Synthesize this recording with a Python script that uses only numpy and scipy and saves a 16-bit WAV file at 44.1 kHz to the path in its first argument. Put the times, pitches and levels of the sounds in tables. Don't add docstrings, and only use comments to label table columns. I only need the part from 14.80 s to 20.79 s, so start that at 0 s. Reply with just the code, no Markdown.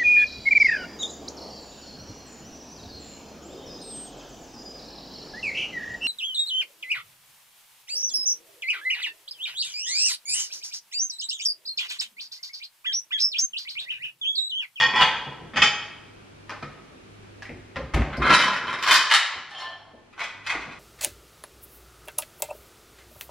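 import sys
import numpy as np
from scipy import signal
from scipy.fft import rfft, irfft, next_fast_len
from scipy.io import wavfile
from scipy.ndimage import map_coordinates

SR = 44100
rng = np.random.default_rng(int(sys.argv[2]) if len(sys.argv) > 2 else 0)


def store_wav(level_fs):
    pcm = np.round(np.clip(np.atleast_2d(level_fs), -1, 1) * 32767)
    wavfile.write(sys.argv[1], SR, pcm.T.astype(np.int16))


N = 264150
BLOW_S = np.arange(SR * 3 // 4) / SR

CHATTER_HALVES_DB = 10
SLIP_SCATTER_DB = 6
TOUCH_SCATTER_DB = 3
SHELF_DETUNE = 0.004
SHELF_BOOM_DB = -32.5
BOUNCE_GAP_S, GRIT_DB = 0.007, -10
BEAT_HZ = 7
SING_DB_PER_OCTAVE = 2
NEAR_DB, NEAR_T60_S = 11, 0.04
STEP_BOOM_DB, STEP_T60_S = -27, 0.28
CLICK_DB, CLICK_PER_EDGE = -15, 0.2

# frequency in Hz, gain in dB.
BOWL_CLACK = [(88, -27), (150, -7), (350, -34.5), (505, -5.5), (636, -15.5), (866, 2.5), (1180, -6),
              (1350, -7), (1640, -2.5), (1910, -9), (2180, -5.5), (2550, 1), (2700, -17.5), (3340, 5.5),
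              (3820, -22), (4540, -11.5), (5840, -34), (6300, -28.5), (10000, -43), (13100, -85.5),
              (15000, -72.5)]
# frequency in Hz, gain in dB.
CLAY_CLACK = [(88, -43.5), (150, -12.5), (350, -9.5), (624, -8), (772, -15), (972, -3), (1200, -4.5),
              (1380, -1.5), (2230, -9), (2600, -9), (2810, -18.5), (3090, -10.5), (3470, -14),
              (3820, -14.5), (4210, -18), (9630, -41.5), (12100, -51), (12900, -74.5), (15000, -51)]
# frequency in Hz, level in dB.
DOOR_MODES = [(540, -12), (760, 2), (1040, 6), (1250, 8.5), (1560, 2.5), (1760, 8), (2050, -12), (2450, 4)]
# start in seconds, level in dB, edge in dB.
KNOCKS = [(1.695, -31.5, 7.5), (1.718, -35, -12), (1.732, -38, -3.5), (1.826, -33, 2), (1.843, -40.5, -3),
          (1.976, -51, -11), (2.43, -53, -5), (2.622, -37, 9.5), (2.959, -30, -4), (2.964, -30, -4)]


def amp(db):
    return 10 ** (np.asarray(db) / 20)


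def unit(x):
    return x / np.sqrt(np.mean(x ** 2) + 1e-20)


def blow(x):
    return unit(x) * np.sqrt(SR / 100 / x.shape[-1])


def fade(t, t60_s):
    return np.exp(-np.log(1000) * t / np.maximum(t60_s, 1e-3))


def along(points, hz):
    f, v = np.transpose(points)
    return np.interp(np.log(hz + 1), np.log(f + 1), v)


def above(hz, edge_hz):
    return hz ** 3 / (hz ** 3 + edge_hz ** 3)


def colour(x, level_db):
    m = 2 * next_fast_len(x.shape[-1] // 2 + 4096)
    gain = np.maximum(amp(level_db(np.fft.rfftfreq(m, 1 / SR))), 1e-6)
    cepstrum = irfft(np.log(gain), m)
    cepstrum[1:m // 2] *= 2
    cepstrum[m // 2 + 1:] = 0
    return irfft(rfft(x, m) * np.exp(rfft(cepstrum)), m)[..., :x.shape[-1]]


def add(track, start_s, x):
    start = round(start_s * SR)
    x = x[..., max(-start, 0):N - start]
    track[:, max(start, 0):][:, :x.shape[-1]] += x


def cupboard_pile():
    # start in seconds, level in dB, edge in dB.
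    grazes = [(0.001, -16, 3.5), (0.011, -25, -2), (0.03, -16, -2.5), (0.159, -18.5, 1.5)]
    # time in seconds, level in dB, edge in dB.
    rub = [(0.07, -25.5, -8), (0.14, -26, -12.5), (0.19, -22, -1)]
    # frequency in Hz, level in dB.
    modes = [(877.5, -44), (1007, -41), (1093, -43.5), (1351, -50.5), (1567, -51), (1852, -38), (1943, -36),
             (2428, -40.5), (2503, -46.5), (2896, -47.5), (3009, -38.5), (3332, -41), (3505, -58),
             (4522, -51), (5130, -50), (5545, -66), (6142, -60), (7041, -64)]
    return contacts(grazes + slips(rub, count=5), modes, BOWL_CLACK,
                    ring_db=4, ring_t60_s=0.089, detune=SHELF_DETUNE,
                    bounce_db=3.5, chatter_s=0.096, slide_db=-8, thinning=0.54, thud_db=-26,
                    early_db=1, direct_db=-0.5, sing_db=-3.5, sing_t60_s=0.35)


def bowl():
    # start in seconds, level in dB, edge in dB.
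    drops = [(0.203, -14.5, -11.5), (0.211, -11, 2), (0.219, -15, 0.5), (0.24, -19.5, -7.5)]
    # frequency in Hz, level in dB.
    modes = [(877.5, -40), (942.1, -42), (1001, -46), (1319, -31.5), (1567, -42), (1723, -52.5),
             (1866, -43), (2078, -50), (2455, -43), (2498, -43), (2912, -39), (3060, -57), (3284, -45.5),
             (3553, -42.5), (3817, -57), (4517, -52.5), (6228, -63), (6350, -61.5)]
    return contacts(drops, modes, BOWL_CLACK, ring_db=-2, ring_t60_s=0.046, detune=SHELF_DETUNE,
                    bounce_db=3, chatter_s=0.065, slide_db=-5, thinning=0.5, thud_db=-29.5,
                    early_db=6.5, direct_db=-8, sing_db=-5.5, sing_t60_s=0.65)


def plate():
    # start in seconds, level in dB, edge in dB.
    touches = [(0.736, -34.5, -13), (0.76, -20, -5), (0.77, -14.5, -5.5), (0.819, -8.5, 0),
               (0.828, -16.5, -1), (0.854, -20.5, -2.5)]
    # frequency in Hz, level in dB.
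    modes = [(829, -44), (1136, -47), (1314, -42), (1707, -48), (1873, -41), (2186, -42), (2225, -46),
             (2422, -47), (2498, -39), (2977, -43), (3106, -43), (3348, -51), (3510, -47), (4495, -52),
             (4764, -49.5), (5076, -53), (5582, -47.5), (6169, -52), (6352, -50.5), (7041, -54),
             (7105, -60)]
    # frequency in Hz, gain in dB.
    clack = [(88, -39), (150, -21), (343, -23), (433, -11.5), (687, -14.5), (883, -11), (1010, -13.5),
             (1320, -2.5), (1640, -8), (1840, -1), (2060, -7.5), (2550, 1.5), (2810, -13), (3090, 3.5),
             (4050, -19), (5000, -10.5), (5840, -33), (6300, -24), (9820, -42), (13400, -70), (15000, -56)]
    return contacts(touches, modes, clack, ring_db=-13, ring_t60_s=0.2, detune=SHELF_DETUNE,
                    bounce_db=4, chatter_s=0.03, slide_db=-15.5, thinning=1.7, thud_db=-23.5,
                    early_db=10, direct_db=-8, sing_db=-7, sing_t60_s=0.6)


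def clay_tipping():
    # start in seconds, level in dB, edge in dB.
    nudges = [(3.328, -27, -5.5), (3.42, -17.5, -6), (3.427, -21, -6), (3.452, -15, -9),
              (3.466, -16.5, 0.5), (3.493, -15.5, -9), (3.497, -12, -3.5)]
    # frequency in Hz, level in dB.
    modes = [(1028, -30), (1200, -39), (1340, -24.5), (1464, -25.5), (1660, -28.5), (2099, -25),
             (2250, -39), (2492, -30), (3117, -34), (4081, -35.5), (4350, -43)]
    return contacts(nudges, modes, CLAY_CLACK, ring_db=1, ring_t60_s=0.11, detune=0.0091,
                    bounce_db=0, chatter_s=0.04, slide_db=-7, thinning=0.77, thud_db=-20.5,
                    early_db=8.5, direct_db=-16, sing_db=-7.5, sing_t60_s=0.17)


def clay_off_stack():
    # start in seconds, level in dB, edge in dB.
    hits = [(3.505, -11, -1.5), (3.514, -17, -1), (3.528, -12.5, 0), (3.539, -15, 14.5), (3.549, -28.5, 10),
            (3.591, -17.5, 4.5), (3.603, -22.5, 5.5), (3.617, -22, 9.5), (3.659, -24, 3), (3.764, -25.5, 0),
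            (3.841, -39, -3), (3.881, -27, -4.5), (3.897, -29, -4.5), (3.942, -29, -7)]
    # time in seconds, level in dB, edge in dB.
    rub = [(3.63, -20, 4), (3.7, -21, -3), (3.77, -40, 2), (3.83, -31.5, -13), (3.89, -29.5, -1.5),
           (4.0, -31, 3)]
    # frequency in Hz, level in dB.
    modes = [(1012, -35), (1324, -39), (1389, -35), (1529, -38.5), (1669, -37), (1906, -35.5), (2105, -40),
             (2353, -39), (2654, -36.5), (3036, -38.5), (3219, -42), (3736, -46.5), (3844, -44),
             (5000, -50), (5464, -49), (5800, -54.5), (7250, -60), (9168, -60.5)]
    return contacts(hits + slips(rub, count=10), modes, CLAY_CLACK,
                    ring_db=-2, ring_t60_s=0.11, detune=0.008,
                    bounce_db=0, chatter_s=0.055, slide_db=-13, thinning=0.6, thud_db=-17.5,
                    early_db=4, direct_db=-4, sing_db=-12, sing_t60_s=0.16)


def clay_in_rack():
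    # start in seconds, level in dB, edge in dB.
    landings = [(4.026, -18.5, -1), (4.066, -17, -5.5), (4.076, -13, -1.5), (4.094, -17.5, -10.5),
                (4.11, -8, 2), (4.13, -13, 6.5), (4.155, -13, 1.5), (4.204, -26, -2.5)]
    # frequency in Hz, level in dB.
    modes = [(1109, -37.5), (1900, -33.5), (2083, -38.5), (2492, -28.5), (3079, -25.5), (3198, -41),
             (3478, -32), (4549, -46), (4732, -30), (5464, -37.5), (5556, -45), (6433, -53), (7348, -48.5),
             (9286, -50.5)]
    # frequency in Hz, gain in dB.
    clack = [(88, -55), (150, -25), (212, -31.5), (312, -13), (401, -21.5), (701, -12.5), (772, -13),
             (1070, 5.5), (1320, -2), (1670, 1.5), (2750, -10), (3090, -5.5), (4290, -5), (4720, -10),
             (9090, -27.5), (10000, -36), (12100, -27), (13600, -62.5), (15000, -43.5)]
    return contacts(landings, modes, clack, ring_db=-5, ring_t60_s=0.07, detune=0.0075,
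                    bounce_db=3, chatter_s=0.075, slide_db=-11, thinning=0.95, thud_db=-36.5,
                    early_db=4.5, direct_db=-12, sing_db=-14.5, sing_t60_s=0.41)


def saucers_lifted():
    # start in seconds, level in dB, edge in dB.
    clashes = [(4.302, -20.5, -2), (4.313, -11.5, 0.5), (4.338, -11.5, 6), (4.351, -18, -3.5),
               (4.539, -34, -19)]
    # frequency in Hz, level in dB.
    modes = [(1335, -39.5), (1696, -35.5), (1997, -42), (2907, -54.5), (3020, -41), (3741, -40.5),
             (4204, -50.5), (4339, -60), (5076, -52), (7079, -55.5), (8349, -59), (8829, -85.5)]
    # frequency in Hz, gain in dB.
    clack = [(88, -79), (150, -40), (312, -37.5), (525, -22.5), (833, -10.5), (954, -8.5), (1540, -8),
             (1950, -1), (2550, -11.5), (2970, -3.5), (3470, -11.5), (3820, -9), (6680, -26), (7210, -26.5),
             (11900, -41), (13100, -59.5), (15000, -67)]
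    return contacts(clashes, modes, clack, ring_db=-12.5, ring_t60_s=0.11, detune=0.0068,
                    bounce_db=1.5, chatter_s=0.03, slide_db=-13, thinning=0.88, thud_db=-55,
                    early_db=5.5, direct_db=-10, sing_db=-6.5, sing_t60_s=0.49)


def saucers_sliding():
    # start in seconds, level in dB, edge in dB.
    slides = [(4.709, -38.5, 7), (4.75, -32.5, -1.5), (4.785, -36.5, 8.5), (4.8, -37, 10.5),
              (4.822, -29, -1.5), (4.871, -35, -6), (4.92, -41, -15), (5.07, -46.5, -25)]
    # frequency in Hz, level in dB.
    modes = [(678, -11), (861, 5), (1039, -4.5), (1771, 6.5), (2099, -0.5), (3020, -5.5), (3117, 2.5),
             (3332, -0.5), (4075, -9.5), (4199, -7), (4377, -4.5), (5426, -9), (6670, -25)]
    # frequency in Hz, gain in dB.
    clack = [(150, -76), (250, -37), (675, 3.5), (1560, -4), (1790, -8), (2480, -9.5), (3050, -3),
             (4400, -11), (4900, -18), (6700, -29), (10100, -37), (15000, -66.5)]
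    return contacts(slides, modes, clack, ring_db=1, ring_t60_s=0.11, detune=0.0051,
                    bounce_db=0.5, chatter_s=0.23, slide_db=-2.5, thinning=0.16, thud_db=-32,
                    early_db=5, direct_db=-8.5, sing_db=-15.5, sing_t60_s=0.55)


def saucers_carried():
    # start in seconds, level in dB, edge in dB.
    jumps = [(5.328, -47, -1), (5.379, -36, -5), (5.394, -26, 1.5), (5.406, -26, -2), (5.436, -27, 6),
             (5.638, -53, -12), (5.665, -24, 3.5), (5.696, -20.5, 1), (5.714, -26.5, -5),
             (5.742, -28.5, -6), (5.81, -32.5, -2), (5.913, -38, 0.5)]
    # frequency in Hz, level in dB.
    modes = [(1109, -55.5), (1190, -54.5), (1427, -52.5), (1545, -56), (1916, -47.5), (2040, -45.5),
             (2175, -49), (2245, -54), (2503, -46), (3365, -62.5), (4021, -61), (4856, -65.5), (5755, -65)]
    # frequency in Hz, gain in dB.
    clack = [(88, -71), (150, -37), (378, -30), (459, -17.5), (1160, -3), (1770, -9), (1910, -9.5),
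             (2500, -4.5), (2700, -14), (3400, -10), (3600, -15), (5840, -25), (6810, -28.5), (12100, -50),
             (15000, -77.5)]
    return contacts(jumps, modes, clack, ring_db=-1, ring_t60_s=0.065, detune=0.014,
                    bounce_db=4, chatter_s=0.054, slide_db=-10, thinning=1.2, thud_db=-49,
                    early_db=6, direct_db=-12.5, sing_db=-12, sing_t60_s=0.4)


def contacts(rows, modes, clack, ring_db, ring_t60_s, detune, bounce_db, chatter_s, slide_db, thinning,
             thud_db, early_db, direct_db, sing_db, sing_t60_s):
    track = np.zeros((2, N))
    lead = round(.03 * SR)
    t = BLOW_S[:SR // 3] - BLOW_S[lead]
    ring_s = BLOW_S[:SR // 6]
    hz, mode_db = np.transpose(np.repeat(modes, 2, axis=0))[:, :, None]
    t60_s = ring_t60_s * np.sqrt(2000 / hz)
    decays = amp(mode_db) * fade(ring_s, t60_s) / np.sqrt(t60_s)
    free = partials(modes, sing_t60_s)
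    for start_s, db, edge_db in rows:
        chatter = chatter_s * 2 ** (-edge_db / CHATTER_HALVES_DB)
        slide = amp(slide_db) * grit((t < 0) * (t - t[0]))
        strike = blow(1. * (t == 0))
        force = slide + strike + amp(bounce_db) * rattle(t, chatter)

        pitch = hz * (1 + detune * rng.standard_normal(hz.shape))
        waves = np.sin((2 * np.pi * pitch * ring_s).astype("f"))
        ring = rng.choice([-1, 1], len(hz)) @ (decays * waves)
        rung = blow(signal.fftconvolve(force, ring)[:len(t)])
        clacked = blow(colour(force, lambda f: along(clack, f)))
        hit = blow(clacked + amp(ring_db) * rung)
        hit = hit + amp(thud_db) * blow(cabinet(force, SHELF_BOOM_DB))

        tilt = lambda f: edge_db * (above(f, 4100) - thinning * (1 - above(f, 720)))
        heard = kitchen(colour(hit, tilt), direct_db, early_db)
        add(track, start_s - lead / SR, amp(db) * heard)

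        touch_db = TOUCH_SCATTER_DB * rng.standard_normal(len(free))
        phases = np.exp(2j * np.pi * rng.uniform(0, 1, (2, len(free))))
        struck = amp(tilt(hz[::2, 0]) + touch_db) * phases
        add(track, start_s, amp(db + sing_db) * blow((struck @ free).real))
    return track


def slips(rub, count):
    s, db, edge_db = np.transpose(rub)
    scatter = rng.uniform(-1, 1, (count, 2))
    place = (np.arange(count) + .5 + .5 * scatter[:, 0]) / count
    times = s[0] + (s[-1] - s[0]) * place
    levels_db = np.interp(times, s, db) + SLIP_SCATTER_DB * scatter[:, 1]
    return list(zip(times, levels_db, np.interp(times, s, edge_db)))


def grit(envelope):
    noise = rng.standard_normal(len(envelope))
    return blow(noise * abs(noise) * envelope)


def rattle(t, chatter_s, count=24):
    times = np.cumsum(BOUNCE_GAP_S * rng.uniform(.4, 1.6, count))
    signs = rng.choice([-1., 1.], count)
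    taps = np.bincount(np.searchsorted(t, times), signs, len(t))[:len(t)]
    dying = (t > 0) * fade(abs(t), chatter_s)
    return blow(blow(taps * dying) + amp(GRIT_DB) * grit(dying))


def partials(modes, t60_s):
    hz, db = np.transpose(modes)[:, :, None]
    chance = rng.uniform(0, 1, (len(hz), 2))
    beat_cycles = BEAT_HZ * (.5 + chance[:, :1]) * BLOW_S + chance[:, 1:]
    beat = 1 + .5 * np.exp(2j * np.pi * beat_cycles)
    life_s = t60_s * (2000 / hz) ** .2
    level = amp(db + SING_DB_PER_OCTAVE * np.log2(hz / hz[0]))
    envelope = fade(BLOW_S, life_s) * (1 - fade(BLOW_S, 0.03))
    return level * envelope * beat * np.exp(2j * np.pi * hz * BLOW_S)


def cabinet(push, boom_db):
    # frequency in Hz, gain in dB.
    bump_colour = [(20, -44), (38, -17), (57, 16.5), (80, 5.5), (110, -3), (140, 5), (180, -8), (245, -8.5),
                   (330, -12), (450, -16.5), (800, -24), (1500, -75.5)]
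    return colour(push, lambda f: along(bump_colour, f) + boom_db * (1 - above(f, 120)))


def kitchen(x, direct_db, early_db, early_t60_s=0.24):
    # frequency in Hz, T60 in seconds.
    room_t60 = [(60, 0.34), (200, 0.87), (600, 0.98), (1400, 0.9), (3500, 0.75), (7000, 0.67),
                (13000, 0.044)]
    hz, t, z = signal.stft(rng.standard_normal((2, len(BLOW_S))), SR, nperseg=256)
    near = amp(NEAR_DB) * fade(t, NEAR_T60_S)
    echoes = np.hypot(near, amp(early_db) * fade(t, early_t60_s))
    decay = np.hypot(fade(t, along(room_t60, hz)[:, None]), echoes)
    paths = signal.istft(z * decay, SR, nperseg=256)[1][:, :len(BLOW_S)]
    paths /= np.linalg.norm(paths[0])
    paths[0, 0] += amp(direct_db)
    return signal.fftconvolve(x[None], paths, axes=1)[:, :len(BLOW_S)]


def door_knocks():
    # frequency in Hz, gain in dB.
    clack = [(71, -34), (120, -9), (387, -8), (569, -1), (629, -1.5), (961, -6), (1020, -9), (1130, -1.5),
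             (1690, -2), (5350, -19), (15000, -66)]
    return contacts(KNOCKS, DOOR_MODES, clack, ring_db=-2, ring_t60_s=0.022, detune=0.024,
                    bounce_db=0, chatter_s=0.029, slide_db=-18, thinning=0.42, thud_db=-31,
                    early_db=6, direct_db=-8.5, sing_db=-13, sing_t60_s=0.25)


def counter_jolts():
    # start in seconds, level in dB, edge in dB.
    jolts = [(3.137, -25, 7), (3.145, -30.5, 14.5), (3.162, -25, -5.5), (3.21, -29, 0)]
    # frequency in Hz, gain in dB.
    clack = [(150, -41.5), (250, -4), (433, -21.5), (609, -6), (1110, -9.5), (1270, -14.5), (2060, -10),
             (10300, -52), (15000, -106)]
    return contacts(jolts, DOOR_MODES, clack, ring_db=-21, ring_t60_s=0.025, detune=0.021,
                    bounce_db=6, chatter_s=0.041, slide_db=-26.5, thinning=0.34, thud_db=-22,
                    early_db=-2.5, direct_db=-10.5, sing_db=-9.5, sing_t60_s=0.3)


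def door_panel(t60_s=0.012):
    # start in seconds, level in dB.
    shuts = [(1.828, -55), (1.866, -51), (2.966, -30.5), (2.992, -31.5)]
    # frequency in Hz, gain in dB.
    panel = [(200, -38.5), (400, -14.5), (540, 15.5), (640, -8), (850, -2), (2000, -55.5)]
    track = np.zeros((2, N))
    for start_s, db in shuts:
        push = rng.standard_normal(len(BLOW_S)) * fade(BLOW_S, t60_s)
        thud = colour(push, lambda f: along(panel, f))
        add(track, start_s, amp(db) * blow(kitchen(thud, direct_db=0.5, early_db=20.5)))
    return track


def clicks():
    # start in seconds, level in dB.
    hinge = [(2.622, -46.5), (2.653, -37.5), (2.692, -38)]
    # start in seconds, level in dB.
    crack = [(3.1445, -30)]
    # start in seconds, level in dB.
    grip = [(3.3695, -41.5)]
    snaps = [(s, db + CLICK_DB + CLICK_PER_EDGE * edge_db) for s, db, edge_db in KNOCKS]
    return (ticks(snaps, t60_s=0.033, centre_hz=1900, octaves=0.3, direct_db=-3.5)
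            + ticks(hinge, t60_s=0.02, centre_hz=2070, octaves=0.19, direct_db=-4)
            + ticks(crack, t60_s=0.026, centre_hz=2580, octaves=0.36, direct_db=4.5)
            + ticks(grip, t60_s=0.012, centre_hz=4500, octaves=0.3, direct_db=-9.5))


def ticks(rows, t60_s, centre_hz, octaves, direct_db):
    track = np.zeros((2, N))
    band = lambda f: -10 * np.log10(1 + (np.log2((f + 1) / centre_hz) / octaves) ** 4)
    for start_s, db in rows:
        tick = blow(colour(grit(fade(BLOW_S, t60_s)), band))
        add(track, start_s, amp(db) * blow(kitchen(tick, direct_db, early_db=9)))
    return track


def thumps(ring_db=-3):
    # start in seconds, level in dB, boom in dB, T60 in seconds.
    bumps = [(1.825, -36, -19, 0.18), (2.692, -37, -32, 0.14), (2.713, -37, -22, 0.2),
             (2.966, -28.5, -10, 0.75), (3.14, -19.5, 0.5, 0.077), (3.161, -17, -17.5, 0.19),
             (3.196, -24.5, -0.5, 0.13), (3.377, -23, -14, 0.29)]
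    # start in seconds, level in dB.
    footfalls = [(0.468, -35.5), (0.61, -39.5), (1.9, -53), (2.119, -50), (4.553, -48.5), (5.133, -46),
                 (5.744, -36.5), (5.87, -42.5)]
    # frequency in Hz, level in dB, T60 in seconds.
    modes = [(57, 2, 0.33), (142, -5, 0.2)]
    track = np.zeros((2, N))
    ring = sum(amp(db) * fade(BLOW_S, t60_s) * np.sin(2 * np.pi * hz * BLOW_S)
               for hz, db, t60_s in modes)
    steps = [(s, db, STEP_BOOM_DB, STEP_T60_S) for s, db in footfalls]
    for start_s, db, boom_db, t60_s in bumps + steps:
        push = rng.standard_normal(len(BLOW_S)) * fade(BLOW_S, t60_s)
        heard = kitchen(cabinet(push, boom_db), direct_db=1, early_db=2.5)
        add(track, start_s, amp(db) * np.sqrt(2) * blow(heard))
        add(track, start_s, amp(db + boom_db + ring_db) * ring)
    return track


def background(hum_db=-2, waver_db=4):
    # frequency in Hz, gain in dB.
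    hiss_colour = [(12, -43), (20, -7.5), (92, -8), (289, -8), (393, -8.5), (519, -15), (597, -16),
                   (881, -19.5), (1490, -19), (2030, -22), (2330, -18.5), (11100, -41.5), (15500, -62)]
    # time in seconds, level in dB.
    hiss_level = [(0, -52), (1.5, -52), (2.6, -51.5), (3.9, -57), (4.4, -65.5), (5.25, -59), (5.6, -57),
                  (6, -53)]
    # frequency in Hz, level in dB before hum_db.
    hum_partials = [(102.3, -57), (150.7, -63.5), (199.2, -69.5), (393.0, -76)]
    t = np.arange(N) / SR
    level_db = np.interp(t, *np.transpose(hiss_level))
    hiss = unit(colour(rng.standard_normal((2, N)), lambda f: along(hiss_colour, f)))
    wobble = lambda: map_coordinates(rng.standard_normal(40), [np.linspace(0, 39, N)])
    hum = np.zeros(N)
    for hz, db in hum_partials:
        strength = np.sqrt(2) * amp(db + waver_db * wobble())
        hum += strength * np.sin(2 * np.pi * hz * t + 0.35 * wobble())
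    return amp(level_db) * hiss + amp(level_db - level_db.max() + hum_db) * hum


def spread(mid_side, width):
    mid, side = mid_side
    side = colour(side, lambda f: along(width, f))
    return np.array([mid + side, mid - side])


def scene():
    # frequency in Hz, side gain in dB.
    blow_width = [(50, -52), (125, -48.5), (260, -28.5), (500, -20), (1000, -19.5), (2000, -17), (3600, -9),
                  (6300, -0.5), (10000, 7), (13000, 13.5)]
    # frequency in Hz, side gain in dB.
    air_width = [(50, -22.5), (125, -12), (260, 1), (1000, 4), (3000, -1.5), (10000, 4)]
    shelf = cupboard_pile() + bowl() + plate()
    clay = clay_tipping() + clay_off_stack() + clay_in_rack()
    saucers = saucers_lifted() + saucers_sliding() + saucers_carried()
    wood = door_knocks() + counter_jolts() + door_panel()
    blows = shelf + clay + saucers + wood + clicks() + thumps()
    balance = amp([[.15], [-.15]])
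    return spread(blows, blow_width) * balance + spread(background(), air_width)


def record(dry, ceiling=1.0, top_hz=15150):
    held = dry / (1 + np.abs(dry / ceiling) ** 10) ** (1 / 10)
    dulled = colour(held, lambda f: along([(12000, -0.5), (13200, -8), (15000, -6.5)], f))
    m = next_fast_len(N + SR // 2)
    passed = np.fft.rfftfreq(m, 1 / SR) < top_hz
    return irfft(rfft(dulled, m) * passed, m)[:, :N]


dry = scene()
out = record(dry)
store_wav(out)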